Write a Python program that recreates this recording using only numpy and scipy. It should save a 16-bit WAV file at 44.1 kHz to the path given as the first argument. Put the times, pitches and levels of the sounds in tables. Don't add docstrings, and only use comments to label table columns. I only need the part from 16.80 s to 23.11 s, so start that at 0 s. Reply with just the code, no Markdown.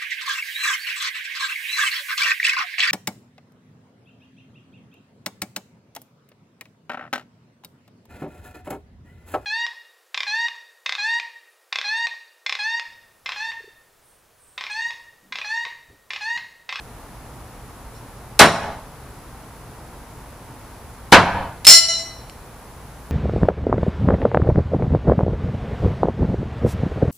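import sys
import numpy as np
from scipy import signal
from scipy.fft import rfft, irfft
from scipy.io import wavfile

SR = 44100
rng = np.random.default_rng(int(sys.argv[2]) if len(sys.argv) > 2 else 0)


def waveform_to_disk(signal):
    frames = np.transpose(np.atleast_2d(signal))
    scaled = np.clip(frames, -1, 1) * 32767
    samples = np.round(scaled).astype(np.int16)
    wavfile.write(sys.argv[1], SR, samples)


N = 278271
T = np.arange(SR) / SR
HZ = np.fft.rfftfreq(SR, 1 / SR)

# f/Hz, left-right likeness/0..1
HIT_LIKENESS = [(400, 0.97), (1000, 0.98), (2400, 0.89), (5000, 0.67), (10000, 0.21)]


def throws(sink_s=0.0038, cushion_s=0.0091):
    # t/s, crack level/dB, thud level/dB, main resonance of the spot/Hz
    landings = [(1.591, -0.5, 5.5, 690), (4.3191, -12, 8, 887)]
    out = np.zeros((2, N))
    for at_s, crack_db, thud_db, main_hz in landings:
        add(out, at_s, bite(crack_db))
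        add(out, at_s + sink_s, thud(thud_db, main_hz, rise_s=cushion_s * gain_of(crack_db)))
    return out


def bite(db, crack_t60_s=0.18, buzz_db=-15, buzz_t60_s=0.43, rise_s=0.0015):
    # f/Hz, width/Hz, level/dB
    stuck_modes = [(4000, 350, -1), (5400, 220, -2), (5730, 200, -2), (7150, 300, -4), (8850, 170, -1),
                   (10610, 150, -4)]
    response = sum(gain_of(level) * resonance(HZ, f, width) for f, width, level in stuck_modes)
    buzz = unit_rms(irfft(rfft(contact_noise()) * response, SR)) * fade(buzz_t60_s)
    crack = contact_noise(tilt_db_oct=-2) * fade(crack_t60_s)
    return gain_of(db) * (crack + gain_of(buzz_db) * buzz) * rise(rise_s)


def thud(db, main_hz, rise_s, main_db=4, knock_db=-3, stand_hz=95, stand_db=-21, stand_t60_s=0.39):
    # f/Hz, density/dB
    board_spectrum = [(40, -19), (100, -5), (200, -2), (320, -0.5), (550, -2), (850, -1.5), (1500, -1.5),
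                      (2600, -8.5), (4000, -15.5), (7000, -29.5), (14000, -54)]
    # f/Hz, t60/s
    board_decay = [(100, 0.36), (400, 0.24), (1000, 0.26), (2500, 0.21), (6000, 0.2), (14000, 0.188)]
    # f/Hz, level/dB, t60/s
    knock_tones = [(176, -22.5, 0.66), (230, -28, 0.1394), (497, -34, 0.079), (664.5, -12, 0.29),
                   (775, -21.5, 0.14), (848, -25.5, 0.12), (880, -19.5, 0.17), (1083, -14.5, 0.34),
                   (1264, -27, 0.19), (1466, -22, 0.239), (1684, -4.5, 0.14), (1792, -17.5, 0.31)]
    spectrum = rfft(noise(board_spectrum, HIT_LIKENESS, tilt_db_oct=1.32))
    spectrum *= gain_of(main_db * resonance(HZ, main_hz, width_hz=260))
    centres_hz, t60s = np.transpose(board_decay)
    bands = [curve(np.c_[centres_hz, one], HZ) for one in np.eye(len(centres_hz))]
    shudder = sum(irfft(spectrum * band, SR) * fade(t60) for band, t60 in zip(bands, t60s))
    stand = ring([(stand_hz, stand_db, stand_t60_s)])
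    knock = gain_of(knock_db) * ring(knock_tones)
    return gain_of(db) * (shudder + knock + stand) * rise(rise_s)


def contacts():
    # t/s, level/dB, flatness/0..1 (edge..flat), free ring time/s
    touches = [(1.15, -47, 0.35, .035), (3.89, -53, 0.83, .12), (4.8473, -23, 0.35, .014),
               (4.8513, -19.5, .15, 0.018), (4.868, 10.5, 0.16, 0.12), (4.886, 1, 0.085, 0.091),
               (4.924, 0.5, 0.54, 0.13), (5.083, -8.5, 1, .1), (5.186, -22, 0.79, 0.15),
               (5.4972, -48.5, .3, 0.0037)]
    out = np.zeros((2, N))
    for at_s, db, flatness, free_s in touches:
        add(out, at_s, clang(db, flatness, free_s))
    return out


def clang(db, flatness, free_s, rest_db=-14, grate_db=-11, even_click_s=0.079):
    # f/Hz, level struck on edge/dB, level struck on flat/dB, t60/s
    clang_tones = [(662, -24, -28, .75), (1351, -27, -34, .65), (2026, -18, -21, .9), (2925, -21, -21, .85),
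                   (2978, -25, -23, .85), (4006, -17, -12, .7), (4080, -15, -15, .75), (4312, -19, -24, .6),
                   (4398, -14, -17, .8), (5258, 1, -19, .55), (5358, -8, -21, .4), (5650, -16, -19, .5),
                   (5730, -14, -9, .62), (6675, -21, -25, .45), (6800, -14, -19, .4), (7150, -17, -29, .45),
                   (7251, -5, -27, .36), (8220, -3, -27, .24), (8376, -12, -32, .3), (8730, -22, -32, .4),
                   (8865, -21, -27, .4), (9045, -21, -27, .5), (9927, -28, -36, .5), (10110, -21, -34, .4),
                   (10610, -25, -33, .35), (12000, -24, -38, .3), (12390, -28, -40, .4),
                   (13300, -22, -36, .35), (13400, -22, -40, .3), (14600, -28, -44, .3)]
    hz, edge_db, flat_db, t60_s = np.transpose(clang_tones)
    partials = np.c_[hz, edge_db + flatness * (flat_db - edge_db), t60_s]
    tilt_db_oct = -2 + 1.5 * gain_of(db)
    choke = fade(0.121, np.maximum(T - free_s, 0))
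    tones = ring(partials, tilt_db_oct, flutter_hz=40, flutter_depth=0.41) * rise(0.0043)
    tones *= choke + gain_of(rest_db) * (1 - choke)
    click_db = 5 * np.log2(even_click_s / free_s) - 15.5 * flatness
    click = gain_of(click_db) * fade(0.0081)
    grate = (1 - flatness) * gain_of(grate_db) * fade(0.33) * choke
    return gain_of(db) * (tones + (click + grate) * contact_noise())


def contact_noise(tilt_db_oct=0):
    # f/Hz, density/dB
    crack_spectrum = [(100, -26), (600, -14.5), (1800, 3.5), (4000, 6.5), (7000, 2), (10000, 2.5),
                      (15000, -11)]
    return noise(crack_spectrum, HIT_LIKENESS, tilt_db_oct)


def yard_echoes(x, swell_s=0.0034):
    # delay/s, level/dB, smear t60/s
    walls = [(.02, -18.5, 0.71), (.125, -26, 0.3), (.215, -28.5, .42), (0.274, -37, .33)]
    # f/Hz, gain/dB
    lawn_path = [(60, 15), (160, 3.5), (350, -5.5), (550, 2), (850, 6.5), (1300, -1.5), (4000, -8),
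                 (7000, -11), (14000, -44)]
    hz, path_db = np.transpose(lawn_path)
    response = np.zeros((2, SR))
    for delay_s, db, t60_s in walls:
        hollowness = 0.12 + 4.3 * delay_s
        smear = noise(np.c_[hz, hollowness * path_db], HIT_LIKENESS, tilt_db_oct=-0.38)
        smear *= fade(t60_s) * rise(swell_s)
        mid_gain = np.sqrt(np.mean(abs(rfft(smear)[:, 500:3000]) ** 2))
        add(response, delay_s, gain_of(db) * smear / mid_gain)
    return signal.fftconvolve(x, response, axes=1)[:, :N]


def background(traffic_db=-40, hum_hz=116.7, hum_db=-53):
    # f/Hz, density/dB
    traffic_spectrum = [(12, -44), (20, -9.5), (54, 2.5), (87, -5.5), (124, -3.5), (199, -11), (229, -9),
                        (377, -14), (470, -12), (555, -14.5), (914, -12.5), (3090, -29.5), (9110, -32),
                        (10500, -31.5), (15000, -34)]
    # f/Hz, left-right likeness/0..1
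    traffic_likeness = [(50, .97), (400, 0.94), (1000, 0.88), (2400, 0.62), (5000, 0.25), (12000, 0.1518)]
    # f/Hz, rms level/dB
    whine_tones = [(10191, -67.5), (10250, -61.5)]
    t, hz = np.arange(N) / SR, np.fft.rfftfreq(N, 1 / SR)
    traffic = noise(traffic_spectrum, traffic_likeness, size=N)
    hum = unit_rms(irfft(rfft(rng.standard_normal(N)) * resonance(hz, hum_hz, width_hz=7.9), N))
    whine = sum(gain_of(db) * unit_rms(np.sin(2 * np.pi * f * t)) for f, db in whine_tones)
    return gain_of(traffic_db) * traffic + gain_of(hum_db) * hum + whine


def ring(partials, tilt_db_oct=0, flutter_hz=10, flutter_depth=0, pivot_hz=5000, skew_rad=0.33):
    hz, db, t60_s = np.transpose(partials)
    phase, side = rng.random((2, len(hz)))
    tones = np.exp(np.outer(2j * np.pi * hz - np.log(1000) / t60_s, T))
    for tone, (re, im) in zip(tones, rng.standard_normal((len(hz), 2, 256))):
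        tone *= np.interp(T * flutter_hz, np.arange(len(re)), 1 + flutter_depth * (re + 1j * im))
    skew = np.outer([1, -1], skew_rad * hz / pivot_hz * np.sign(side - 0.5))
    ports = np.exp(2j * np.pi * phase + 1j * skew)
    gains = gain_of(db + tilt_db_oct * np.log2(hz / pivot_hz))
    return ((ports * gains) @ tones).real


def noise(spectrum, likeness, tilt_db_oct=0, size=SR):
    hz = np.fft.rfftfreq(size, 1 / SR)
    mid, side = rfft(rng.standard_normal((2, size)))
    same = curve(likeness, hz)
    mid, side = mid * np.sqrt(1 + same), side * np.sqrt(1 - same)
    shape = gain_of(curve(spectrum, hz) + tilt_db_oct * np.log2(np.maximum(hz, 300)))
    return unit_rms(irfft(np.array([mid + side, mid - side]) * shape, size))


def resonance(hz, centre_hz, width_hz):
    return 1 / (1 + (2 * (hz - centre_hz) / width_hz) ** 2)


def rise(tau_s):
    return 1 - np.exp(-T / tau_s)


def fade(t60_s, t=T):
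    return np.exp(-np.log(1000) * t / t60_s)


def gain_of(db):
    return 10 ** (np.asarray(db) / 20)


def unit_rms(x):
    return x / np.sqrt(np.mean(x ** 2) + 1e-20)


def curve(points, hz):
    f, value = np.transpose(points)
    return np.interp(np.log(hz + 1), np.log(f + 1), value)


def add(mix, at_s, sound):
    part = mix[:, round(at_s * SR):][:, :sound.shape[1]]
    part += sound[:, :part.shape[1]]


def scene():
    blows = throws() + contacts()
    return blows + yard_echoes(blows) + background()


def record(dry, duck_db=8.5, duck_s=0.087, knee=5, cutoff_hz=15500):
    power = np.minimum(dry ** 2, 1).mean(0)
    pole = np.exp(-1 / (duck_s * SR))
    ducked = dry * gain_of(-duck_db * signal.lfilter([1 - pole], [1, -pole], power))
    clipped = ducked / (1 + abs(ducked) ** knee) ** (1 / knee)
    lowpass = signal.firwin(255, cutoff_hz, window=("kaiser", 8), fs=SR)
    return signal.oaconvolve(clipped, lowpass[None], "same")


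dry = scene()
out = record(dry)
waveform_to_disk(out)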